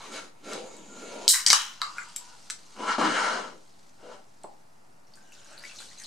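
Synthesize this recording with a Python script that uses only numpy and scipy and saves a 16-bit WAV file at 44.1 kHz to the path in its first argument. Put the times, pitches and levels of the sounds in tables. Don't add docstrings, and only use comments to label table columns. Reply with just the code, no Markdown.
import sys
import numpy as np
from scipy import signal
from scipy.fft import rfft, irfft, next_fast_len
from scipy.io import wavfile
from scipy.ndimage import uniform_filter1d, map_coordinates

SR = 44100
rng = np.random.default_rng(int(sys.argv[2]) if len(sys.argv) > 2 else 0)


def pcm_store(signal):
    levels = np.round(np.clip(np.atleast_2d(signal), -1, 1) * 32767)
    wavfile.write(sys.argv[1], SR, levels.astype(np.int16).T)


def nominal_scale(level):
    x = np.asarray(level, float) / 20
    return 10 ** x


N = 267246

# frequency in Hz, level in dB per Hz.
AIR = [(12, -35.5), (20, -14.5), (44, -32.5), (111, -15), (205, -13), (230, -14), (438, -19), (883, -14),
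       (960, -18.5), (2290, -28), (3690, -43), (9060, -35.5), (12700, -42), (15000, -50), (16300, -65)]
# frequency in Hz, left-right likeness from -1 to 1.
ALIKE = [(60, 0.98), (180, 0.47), (550, -0.23), (1650, -0.31), (4970, 0.12), (15000, 0.42)]
# frequency in Hz, t60 in seconds.
ROOM_DECAY = [(200, 0.53), (1200, 0.19), (5000, 0.21), (12000, 0.17)]
# delay in seconds, level in dB.
ECHOES = [(.0013, -4.5), (.0055, -14), (.0092, -20.5), (0.0107, -19.5)]
# frequency in Hz, gain in dB.
MICROPHONE = [(20, -11.5), (120, -6), (180, 6), (250, 2), (9000, 0.5), (12000, 1), (16000, -13)]

# frequency in Hz, width in Hz, start in seconds, level in dB,
# end in seconds.
HELD_NOTES = [(505, 20, 0.545, -44, .68), (1130, 40, 0.0, -52, .07), (960, 68, 2.2, -59, 2.34),
              (880, 110, 2.34, -64, 2.43), (1326, 24, 2.865, -29.5, 2.95), (1385, 13, .155, -47, .24),
              (2260, 34, .15, -47, 0.21), (1385, 23, 0.457, -51.5, .55), (616, 25, 1.1, -50, 1),
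              (947, 25, 1.1, -53.5, 1.3), (1400, 25, 0.88, -56, 1.4), (982, 40, 2.8, -34, 2.85),
              (863, 51, 2.87, -42, 2.965), (1590, 36, 2.86, -49, 2.93), (1614, 35, 3.115, -36, 3.17),
              (1400, 90, 3.22, -34, 3.32), (2900, 80, 3.0, -44, 3.2), (1566, 86, 5.172, -69, 5.66),
              (2960, 130, 5.25, -69, 5.62), (4050, 130, 5.4, -68, 5.9)]
# frequency in Hz, width in Hz, start in seconds, level in dB,
# end in seconds.
DYING_NOTES = [
    (1190, 130, 1.817, -31, 1.95),
    (2130, 140, 1.817, -47, 1.91),
    (3150, 130, 2.9, -39.5, 2.8),
    (7300, 300, 1.817, -48, 2.7),
    (313, 16.7, 3.036, -27.5, 3.14),
    (790, 67, 4.441, -48.5, 4.56),
    (4500, 500, 1.817, -43, 1.95),
    (7750, 1500, 2.163, -46, 2),
    (1450, 130, 2.7, -45, 2.6),
]

# frequency in Hz, width in Hz, level in dB.
WOOD = [(227, 51, 3), (300, 16, 5.5), (328, 69, -0.5), (420, 110, 0), (500, 40, 3), (598, 72, 0.5),
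        (777, 170, -5.5)]
# frequency in Hz, width in Hz, level in dB.
VESSEL = [(866, 120, -3), (1005, 43, -1), (1095, 70, -4.5), (1190, 160, -7), (1345.5, 35, 3),
          (1400, 99, -5.5), (1506, 65, -3), (1630, 370, -5), (1615, 190, -1), (1890, 82, -14),
          (2196, 160, -5)]
# frequency in Hz, width in Hz, level in dB.
CAN_WALL = [(1416, 6.6, 5), (1865, 14, -9), (2196, 26, -3.5), (2570, 16, -2), (2750, 14, -4.5),
            (3910, 50, -5), (4670, 60, -12), (6330, 110, -6.5), (7000, 120, -8)]
# frequency in Hz, width in Hz, level in dB.
CUP_WALL = [(2830, 140, 5.5), (3200, 83, 6), (3470, 75, -8), (4010, 110, 1), (4120, 60, 3.5),
            (4750, 92, -8), (5120, 46, 2.5), (6150, 120, -6)]
# frequency in Hz, level in dB per Hz.
GRIT = [(1350, -22), (2300, -8), (2540, -11), (2860, -6), (3400, -9.5), (4140, -8), (5610, -11.5),
        (6330, -9.5), (9760, -18.5), (12500, -33.5), (16200, -70.5), (22000, -120)]
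# time in seconds, speed in dB, weight in dB, note of the board under
# the base in Hz, note of the vessel in the grip in Hz.
CAN_DRAGS = [
    [(0.0, -45.5, -11.5, 699, 1095), (0.1, -51.5, 2, 373, 1080), (0.12, -46, 3, 420, 1382),
     (0.164, -37.5, -5.5, 474, 1400), (0.22, -49.5, -5, 400, 1393), (0.285, -60, 3, 273, 1280),
     (0.31, -66.5, -7, 300, 1197), (0.4, -66, -6, 307, 930)],
    [(0.4, -65, 0, 372, 1202), (0.425, -67, 2, 353, 1300), (0.445, -53, 6.5, 340, 1385),
     (0.528, -40.5, 3, 420, 1352), (0.63, -56, 15, 500, 930), (0.69, -56, 5.5, 428, 1000),
     (0.88, -61.5, 10, 300, 930), (1.052, -51.5, 10, 400.4, 1349), (1.154, -50, 8, 563, 1106),
     (1.3, -49.5, 5, 420, 960)],
]
CUP_DRAGS = [
    [(2.68, -76, -4, 330, 1190), (2.75, -58, -4, 380, 1120), (2.79, -43, 1, 392, 1040),
     (2.812, -41, 2.5, 420, 1150), (2.86, -36, -7, 420, 1120), (2.89, -26, -8.5, 443, 1160),
     (2.93, -27, -21, 400, 1320), (2.98, -41.5, -5, 378, 902.3)],
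    [(2.982, -31, 1, 328, 1023), (3.018, -24, -10, 333, 1060), (3.084, -28, -5.5, 305, 1400),
     (3.176, -25.5, -13, 496, 1510), (3.27, -27, -9, 580, 1370), (3.38, -33.5, -5, 537, 1330),
     (3.49, -46, -1, 462, 1275), (3.6, -69.5, 11, 300, 1018), (3.7, -87, -9.5, 400, 1178)],
    [(3.986, -63.5, -3.5, 517, 1170), (4.038, -54, 5.5, 524, 1260), (4.138, -47.5, -2.5, 529, 1160),
     (4.27, -84, 7, 435, 1060)],
]
# time in seconds, peak in dB, vessel in dB, left over right in dB.
BUMPS = [
    (2.9815, -24, 0, 3.5),
    (3.009, -25.5, 2.5, 1),
    (3.041, -32, -27, -1),
    (4.4405, -37, -2, -3),
    (4.534, -61, 1, -4),
]

# frequency in Hz, width in Hz, level in dB.
CUP_AIR = [(580, 103, -0.5), (1500, 190, 1), (2720, 370, -8), (4020, 114, -16.5)]
# frequency in Hz, level in dB per Hz.
FIZZ = [(1650, -16.5), (2800, -14), (3680, -10.5), (4120, -8.5), (5190, -8.5), (6280, -9), (8320, -12.5),
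        (11400, -26), (15000, -53)]
# start in seconds, level in dB.
SPLASHES = [
    (5.07, -67),
    (5.136, -65.5),
    (5.172, -78),
    (5.321, -61),
    (5.445, -63),
    (5.578, -62),
    (5.64, -50.5),
    (5.779, -50.5),
    (5.981, -58),
    (6.034, -61),
]
# start in seconds, peak in dB, pitch in Hz.
LARGE_BUBBLES = [(5.1727, -48, 1540), (5.3213, -45, 2720), (5.4967, -54, 1500), (5.514, -51.5, 1350),
                 (5.5336, -57, 1640), (5.5805, -61, 1530), (5.6372, -32.5, 2014), (5.6505, -35.5, 2263),
                 (5.6949, -37, 2730), (5.712, -37.5, 2620), (5.7536, -49, 1230), (5.803, -45, 1380),
                 (5.82, -44, 1615), (5.912, -45.5, 2000), (5.9982, -44, 1900), (6.0149, -41.5, 1870)]
# start in seconds, peak in dB, pitch in Hz.
SMALL_BUBBLES = [(5.0488, -64, 4520), (5.07, -52.5, 5660), (5.137, -41.5, 4670), (5.155, -43, 7000),
                 (5.155, -45, 8800), (5.2256, -51.5, 6830), (5.321, -49, 8040), (5.326, -43, 7000),
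                 (5.35, -47, 4960), (5.403, -48, 6940), (5.4454, -40.5, 6700), (5.451, -47, 7000),
                 (5.471, -44, 5900), (5.5285, -45, 8120), (5.573, -46, 4700), (5.578, -35, 4270),
                 (5.586, -49, 10500), (5.594, -38, 4710), (5.629, -43, 8400), (5.649, -35, 4780),
                 (5.663, -44, 4100), (5.689, -42, 4200), (5.754, -42, 4186), (5.76, -38, 5900),
                 (5.788, -30.5, 4050), (5.80, -45, 4050), (5.8181, -43, 4730), (5.9, -49, 6500),
                 (5.918, -48, 4500), (5.946, -43, 4300), (5.977, -41, 4100), (5.9847, -36, 6440),
                 (5.999, -35, 6300), (6.0206, -36, 8300), (6.037, -31, 4850), (6.0432, -30.5, 4170),
                 (6.05, -36, 4070)]
# start in seconds, peak in dB, pitch in Hz, t60 in seconds.
FOAM_PUFFS = [(5.16, -55, 8000, .08), (5.33, -48, 6000, .08), (5.475, -52, 5800, .08),
              (5.586, -49, 10500, .06), (5.648, -41.5, 7600, .06), (5.68, -43, 6500, .07),
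              (5.765, -40, 6060, 0.078), (5.80, -40.5, 8300, 0.13), (5.855, -44, 8300, .1),
              (5.90, -50, 6500, .15), (5.985, -45, 7000, .08), (6.005, -44, 9000, .08),
              (6.035, -46, 9300, .08)]
# time in seconds, peak in dB.
TICKS = [
    (5.172, -50),
    (5.3211, -41),
    (5.35, -50),
    (5.628, -46),
    (5.637, -40),
    (5.7528, -41),
    (5.819, -34),
    (6.008, -48),
]

# start in seconds, jet in dB, edge hiss over jet in dB,
# throat over jet in dB, fall in dB per second.
GUSTS = [
    (1.28, -18, 5.5, -12.5, 169.5),
    (1.462, -18, -11, -14, 198.5),
    (1.502, -19, -9, -12, 250),
    (1.529, -28, -4, 0.5, 118.5),
]
# frequency in Hz, level in dB per Hz.
JET = [(800, -95), (1760, -40), (3000, -14.5), (3510, -12), (3960, 2.5), (4540, -8), (4910, -2),
       (6570, -3.5), (6800, -2), (8840, -30), (15000, -120)]
# frequency in Hz, level in dB per Hz.
TORN_JET = [(900, -97.5), (3000, -17), (4700, -12.5), (5670, 0), (7400, -6), (8640, -4), (10400, -24.5),
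            (13000, -34), (16400, -56.5)]
# frequency in Hz, level in dB per Hz.
EDGE = [(1200, -89.5), (3000, -32), (5000, -5), (6010, -7), (8160, 2.5), (11500, -11.5), (13000, -9),
        (15300, -3.5), (16400, -41)]
# frequency in Hz, level in dB per Hz.
THROAT = [(300, -78), (620, -38), (900, -6), (1110, -2.5), (1430, -2.5), (1540, -6), (1940, -8.5),
          (2500, -10), (3000, 0), (3500, -6.5), (4550, -34.5), (7700, -120)]
# frequency in Hz, width in Hz, level in dB.
SLIT = [(930, 220, -12), (1257, 200, -5.5), (1540, 190, -3.5), (1950, 300, 0), (2280, 460, -6),
        (3000, 250, -8.5)]
# frequency in Hz, width in Hz, level in dB.
HOLLOW = [(960, 110, -2), (1400, 170, -3.5), (2780, 180, -7), (4820, 210, -9)]

# ratio to its main note, width in Hz, level in dB.
CAN_BODY = [(.84, 79.4, -6.5), (1.01, 82.1, 2), (1.17, 89.3, -7.5), (1.38, 259, -13), (1.75, 221.2, -16)]
# frequency in Hz, width in Hz, level in dB.
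TAB = [(3050, 240, 2), (4190, 500, 5), (4384, 43, 1), (4780, 530, 0.5), (6000, 660, -3)]
# frequency in Hz, width in Hz, level in dB.
RIM = [(7200, 130, 3), (7850, 970, 9), (10000, 1200, -8.5), (12600, 2100, -39)]
# frequency in Hz, width in Hz, level in dB.
CRACK = [(7000, 10000, 0)]
# frequency in Hz, width in Hz, level in dB.
THUD = [(400, 650, -9.5), (1150, 550, 2.5)]
# time in seconds, peak in dB, can body in dB, can body in Hz, top in dB.
LEVER_SNAPS = [
    (0.767, -63, 1, 1400, 24),
    (1.279, -1.5, -43, 2200, -6),
    (1.816, -37, -13, 1260, 2),
    (1.8165, -15, -3.5, 1195, -11.5),
    (1.9822, -43, 17, 1400, 4),
    (2.5, -24, -4, 1495, 2),
    (4.435, -45, -22, 994, 9.5),
]
# time in seconds,
# peak in dB, can body in dB, can body in Hz, top in dB.
LID_SNAPS = [(0.533, -29, -28, 1400, 0), (1.469, -21, -26.5, 1940, -1.5), (2.1597, -49, -11, 2120, 14),
             (2.167, -35, -18, 2090, 12.5), (1.4636, -5, -20.5, 1930, -9), (1.502, 0.5, -17.5, 2150, -15),
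             (1.507, -8, -13, 1960, -5.5), (1.5299, -4, -6.5, 1150, 1), (1.532, -8.5, -9, 2900, -13.5),
             (2.086, -55, -20, 1190, 13), (2.162, -27.5, -17, 2220, 8.5), (2.5056, -26, -24, 1490, 4),
             (2.5092, -34, -30, 1490, 2.5)]
# frequency in Hz, width in Hz, level in dB.
CREAK = [(1170, 50, -4), (1468, 180, -4), (2120, 50, -4), (7190, 90, -8), (7800, 45, -10)]
# start in seconds, level in dB, rise in seconds, fall in dB per second,
# end in seconds.
CREAK_STROKES = [
    (1.959, -44, .006, 30, 2.04),
    (1.984, -36.5, 0.0033, 258, 1.76),
    (2.003, -40.5, 0.0031, 302, 1.7),
]


def unit(x):
    return x / np.sqrt(np.mean(x ** 2) + 1e-20)


def along(points, hz):
    f, value = np.transpose(points)
    return np.interp(np.log(hz + 1), np.log(f + 1), value)


def curves(*tables):
    t = np.arange(N) / SR
    out = np.full((len(tables[0][0]) - 1, N), -140.)
    for table in tables:
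        times, *columns = np.transpose(table)
        inside = (t >= times[0]) & (t <= times[-1])
        out[:, inside] = [np.interp(t[inside], times, column) for column in columns]
    return out


def wobble(rate):
    knots = rng.standard_normal(int(N * rate / SR) + 4)
    return map_coordinates(knots, [np.arange(N) * rate / SR])


def filtered(x, response):
    size = next_fast_len(N + SR // 2)
    return irfft(rfft(x, size) * response(np.fft.rfftfreq(size, 1 / SR)), size)[..., :N]


def coloured(x, spectrum):
    return unit(filtered(x, lambda hz: nominal_scale(along(spectrum, hz))))


def ringing(x, modes):
    rows = []
    for k, (hz, width, db) in enumerate(modes):
        b, a = signal.iirpeak(hz, hz / max(width, 5), SR)
        rows.append(nominal_scale(db) * (-1) ** k * signal.lfilter(b, a, x))
    return np.array(rows)


def resonant(x, modes):
    return unit(ringing(x, modes).sum(0))


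def twice_ringing(x, hz, width, second_width):
    return ringing(ringing(x, [(hz, width, 0)])[0], [(hz, second_width, 0)])[0]


def grains(rough_db, rate):
    return unit(rng.standard_normal(N) * nominal_scale(rough_db * wobble(rate)))


def patchy(x, depth_db):
    z = signal.stft(x, nperseg=256)[2]
    field = uniform_filter1d(rng.standard_normal(z.shape), 5, 0)
    field = unit(uniform_filter1d(field, 7, 1))
    return unit(signal.istft(z * nominal_scale(depth_db * field), nperseg=256)[1][:N])


def burst(s, db, rise_s, fall_db, until_s=np.inf):
    t = np.arange(N) / SR - s
    on = (t > 0) & (t < until_s - s)
    out = np.zeros(N)
    out[on] = nominal_scale(db - fall_db * t[on]) * (1 - np.exp(-t[on] / rise_s)) ** 2
    return out


def panned(x, db):
    return x * nominal_scale(np.reshape([db / 2, -db / 2], (2, -1)))


def add(out, s, sound):
    seat = out[:, round(s * SR):][:, :sound.shape[1]]
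    seat += sound[:, :seat.shape[1]]


def struck(parts, t60, length=SR // 8, hard=2.4):
    rise_s = .0004
    t = np.arange(length) / SR
    blow = rng.standard_normal(length) * nominal_scale(-60 * t / t60)
    blow[round(rise_s * SR)] += hard
    blow *= np.clip((t + 1 / SR) / rise_s, 0, 1)
    out = 0
    for modes, db in parts:
        ring = nominal_scale(rng.normal(0, 0.32, len(modes))) @ ringing(blow, modes)
        low = modes[0][0] - 2 * modes[0][1]
        high = modes[-1][0] + 2 * modes[-1][1]
        edges = np.clip([low, high], 120, 19000)
        ring = signal.lfilter(*signal.butter(1, edges, "band", fs=SR), ring)
        out = out + nominal_scale(db) * ring / np.abs(ring).max()
    return out


def air():
    def angle(hz):
        return np.arccos(np.clip(along(ALIKE, hz), -1, 1)) / 2

    def shares(hz):
        return nominal_scale(along(AIR, hz)) * [np.cos(angle(hz)), np.sin(angle(hz))]

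    mid, side = filtered(rng.standard_normal((2, N)), shares)
    return unit(np.array([mid + side, mid - side])) * nominal_scale(-59.5 + .6 * wobble(6.7))


def room(x, tails):
    out = np.zeros((2, N + SR))
    x = signal.lfilter(*signal.butter(2, 436, "high", fs=SR), x)
    edges = np.linspace(0, N, tails + 1).astype(int)
    for a, b in zip(edges, edges[1:]):
        hz, t, z = signal.stft(rng.standard_normal((2, SR // 2)), SR, nperseg=256)
        decay = nominal_scale(-60 * t / along(ROOM_DECAY, hz)[:, None])
        tail = signal.istft(z * decay, SR, nperseg=256)[1]
        wet = signal.fftconvolve(x[None, a:b], tail / np.linalg.norm(tail[0]), axes=1)
        out[:, a + 300:][:, :wet.shape[1]] += wet
    return out[:, :N]


def ducked(loud):
    lag_s, hold_s, from_db, slope = .03, .014, -29, 2.2
    keep = np.exp(-1 / SR / hold_s)
    power = signal.lfilter([1 - keep], [1, -keep], loud.mean(0) ** 2)
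    level_db = 10 * np.log10(np.roll(power, round(lag_s * SR)) + 1e-12)
    return nominal_scale(-slope * np.clip(level_db - from_db, 0, None))


def held():
    steady = .6
    out = np.zeros((1, N))
    notes = [(4.5, *row) for row in HELD_NOTES] + [(170, *row) for row in DYING_NOTES]
    for fall_db, hz, width, s, db, end in notes:
        note = twice_ringing(rng.standard_normal(SR), hz, width, 3.0 * width)
        note = unit(note / np.abs(signal.hilbert(note)) ** steady)[SR // 4:]
        t = np.arange(len(note)) / SR
        onset = 1 - np.exp(-t * fall_db ** .5 / .02)
        ending = np.clip((end - s - t) / .015, 0, 1)
        add(out, s, (note * onset * ending * nominal_scale(db - fall_db * t))[None])
    return panned(out[0] * nominal_scale(1.6 * wobble(20)), 1.4)


def pressed(force, modes, centre_hz, reach):
    mode_hz = np.array(modes)[:, :1]
    near = np.exp(-(np.log(mode_hz / np.clip(centre_hz, 100, None)) / reach) ** 2)
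    weights = (near + 0.48) / np.linalg.norm(near + 0.3, axis=0)
    return unit((ringing(force, modes) * weights).sum(0))


def drags():
    vessel_db, weight_db, wood_hz, vessel_hz = np.maximum(curves(*CAN_DRAGS), curves(*CUP_DRAGS))
    cup = np.arange(N) / SR > CAN_DRAGS[-1][-1][0]
    usual_db = np.where(cup, -40, -51)
    grit_over_db = np.where(cup, -8, -1)
    bite = np.where(cup, 0.11, 0.2955)
    weight_db = np.clip(weight_db, -30, 30)
    wood_db = vessel_db + weight_db
    grit_db = usual_db + grit_over_db + 0.95 * (vessel_db - usual_db) + bite * weight_db

    force = grains(rough_db=-1.5, rate=140)
    wood = pressed(force, WOOD, wood_hz, reach=0.47) * nominal_scale(wood_db + 1.3 * wobble(25.02))
    vessel = pressed(force, VESSEL, vessel_hz, reach=0.36) * nominal_scale(vessel_db + 1.0 * wobble(25))
    grit = patchy(coloured(grains(rough_db=0.5, rate=300), GRIT), depth_db=2.0)
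    grit = grit * nominal_scale(grit_db + 0.9 * wobble(30))
    walls = np.where(cup, resonant(force, CUP_WALL), resonant(force, CAN_WALL)) * nominal_scale(grit_db - 5.0)
    rub = wood + vessel + grit + walls
    dull = filtered(rub, lambda hz: 1 / (1 + (hz / 10400) ** 12))
    return panned(np.where(cup, dull, rub), np.where(cup, 3, -0.5))


def bumps():
    out = np.zeros((2, N))
    for s, db, vessel_db, pan_db in BUMPS:
        knock = struck([(WOOD, db), (VESSEL[:3], db + vessel_db)], t60=0.032)
        add(out, s, panned(knock, pan_db))
    return out


def bubble(hz, t60, wet):
    t = np.arange(SR // 12) / SR
    shake = 1 + wet * unit(uniform_filter1d(rng.standard_normal(len(t)), 90))
    tone = np.sin(2 * np.pi * hz * t * (.98 + 0.48 * t))
    return shake * tone * (1 - np.exp(-t / 0.0032)) * nominal_scale(-60 * t / np.clip(t60, .003, .08))


def pour():
    pan_db = 2
    fizz = burst(5, -58, rise_s=0.35, fall_db=-3)
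    for s, db in SPLASHES:
        fizz = fizz + burst(s, db, rise_s=0.0083, fall_db=120.5)
    swarm = patchy(coloured(grains(rough_db=3.0, rate=710), FIZZ), depth_db=3.0) * fizz
    late = np.arange(N) / SR - 5.54
    stream_db = -54.5 + np.minimum(60 * late, -45 * late)
    stream = resonant(grains(rough_db=1.5, rate=100), CUP_AIR) * nominal_scale(stream_db)
    out = panned(swarm + stream, 0.35)

    for s, db, hz in LARGE_BUBBLES + SMALL_BUBBLES:
        t60 = 0.052 * (hz / 1000) ** -0.41
        add(out, s, panned(nominal_scale(db) * bubble(hz, t60, wet=0.71), pan_db))
        splash = [([(hz, 0.18 * hz, 0)], db - 3.5), (CRACK, db - 13)]
        add(out, s, panned(struck(splash, t60=.008, length=SR // 100), pan_db))
    for s, db, hz, t60 in FOAM_PUFFS:
        cloud = [([(hz, 0.14 * hz, 0)], db)]
        add(out, s, panned(struck(cloud, t60=t60, length=SR // 10, hard=0), pan_db))
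    for s, db in TICKS:
        add(out, s, panned(struck([(CRACK, db)], t60=.003, length=SR // 100), pan_db))
    for when, pitch, size, side in rng.random((150, 4)):
        s = 5.32 + .73 * when
        hz = 3500 * 2.7 ** pitch
        level = fizz[round(s * SR)] * nominal_scale(2.5 - 3 * np.log(size))
        add(out, s, panned(level * bubble(hz, 90 / hz, wet=.4), 8 * side - 4))
    return out


def settling_foam():
    start_s = 1.8
    foam = patchy(coloured(grains(rough_db=2.0, rate=230), FIZZ), depth_db=-1.5)
    foam = foam * burst(start_s, -53, rise_s=0.008, fall_db=6)
    hollow = burst(start_s, -48, rise_s=0.0038, fall_db=28.5) + burst(start_s, -76.5, rise_s=.03, fall_db=0)
    return foam + resonant(grains(rough_db=2.5, rate=24), HOLLOW) * hollow


def gas():
    seal_rise_s, tear_rise_s = 0.0055, .003
    jet_gain, edge_gain, throat_gain = [], 0, []
    ends = [row[0] for row in GUSTS[1:]] + [np.inf]
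    for k, ((s, db, edge_db, throat_db, fall_db), end) in enumerate(zip(GUSTS, ends)):
        rise_s = tear_rise_s if k else seal_rise_s
        throat_s = s if k else s + 0.053
        throat_fall_db = 0.99 * fall_db if k else 201.5
        jet_gain.append(burst(s, db, rise_s, fall_db, end))
        edge_gain = edge_gain + burst(s, db + edge_db, rise_s, 1.22 * fall_db, end)
        throat_gain.append(burst(throat_s, db + throat_db, tear_rise_s, throat_fall_db, end))

    jet = coloured(grains(rough_db=-3.5, rate=200), JET) * (jet_gain[0] + jet_gain[-1])
    jet += coloured(grains(rough_db=6.0, rate=230), TORN_JET) * sum(jet_gain[1:-1])
    hisses = [coloured(grains(rough_db=-2.0, rate=750), EDGE) for _ in range(2)]
    edge = np.array([[.9, .42], [1.0, -0.46]]) @ hisses * edge_gain

    throat = coloured(grains(rough_db=-1.0, rate=460), THROAT) * throat_gain[-1]
    slit = ringing(grains(rough_db=1.5, rate=120), SLIT).sum(0)
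    slit = unit(filtered(slit, lambda hz: 1 / (1 + (720 / (hz + 1)) ** 6)))
    leak = burst(GUSTS[0][0], -46, seal_rise_s, 33, GUSTS[1][0])
    throat += slit * (sum(throat_gain[:-1]) + leak)

    seep = ringing(rng.standard_normal(N), [(6900, 690, 0)])[0]
    seep = unit(ringing(seep, [(6860, 1200, 0)])[0])
    seep = seep * burst(.63, -58, rise_s=0.01, fall_db=2.5, until_s=1.25) * nominal_scale(2.2 * wobble(11))
    return panned(jet + throat, 1.9) + edge + seep


def creak():
    rub = resonant(grains(rough_db=3, rate=150), CREAK)
    return panned(rub * sum(burst(*row) for row in CREAK_STROKES), 2.5)


def snaps():
    out = np.zeros((2, N))
    # where the bend rings most in Hz, jolt over the can body in dB
    events = [(4170, -19, *row) for row in LEVER_SNAPS] + [(5200, -6.5, *row) for row in LID_SNAPS]
    for tab_hz, thud_db, s, db, can_db, can_hz, top_db in events:
        tab = [(hz, width, level - 30 * abs(np.log(hz / tab_hz))) for hz, width, level in TAB]
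        can = [(ratio * can_hz, width, level) for ratio, width, level in CAN_BODY]
        parts = [(tab, db), (can, db + can_db), (RIM, db + top_db),
                 (CRACK, db + min(top_db, 0)), (THUD, db + min(can_db, 0) + thud_db)]
        hit = struck(parts, t60=0.0037)
        add(out, s, panned(hit, 2.7))
        push = np.arange(SR // 20) / SR / 0.0012
        add(out, s, panned(nominal_scale(db - 31.0 + 0.7 * thud_db) * push * np.exp(1 - push), 1.5))
        for delay, echo_db in ECHOES:
            gain = nominal_scale(echo_db + rng.normal(0, 1.4, (2, 1))) * rng.choice([-1, 1])
            add(out, s + delay, hit * gain)
    return out


def scene():
    knocks = snaps() + bumps()
    sharp = signal.lfilter(*signal.butter(2, 13000, fs=SR), knocks) + creak()
    hiss = gas() + settling_foam() + pour()
    rub = drags() + held()
    duck = ducked(sharp + hiss)
    side = nominal_scale([[1.2], [-1.2]])
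    can_room = room(nominal_scale(-5.5) * hiss.mean(0) + nominal_scale(-3.5) * sharp.mean(0), tails=12)
    can = nominal_scale(-1.0) * hiss + sharp + side * can_room
    table = nominal_scale(-2.5) * rub + side * room(nominal_scale(-5.5) * rub.mean(0), tails=8)
    heard = filtered(can + table * duck, lambda hz: nominal_scale(along(MICROPHONE, hz)))
    return heard + air() * duck


def top_cut(x):
    return signal.sosfilt(signal.butter(12, 16480, fs=SR, output="sos"), x)


def record(dry):
    x = dry - .0026
    x = x / (1 + np.abs(x) ** 6) ** (1 / 6)
    return top_cut(x)


dry = scene()
out = record(dry)
pcm_store(out)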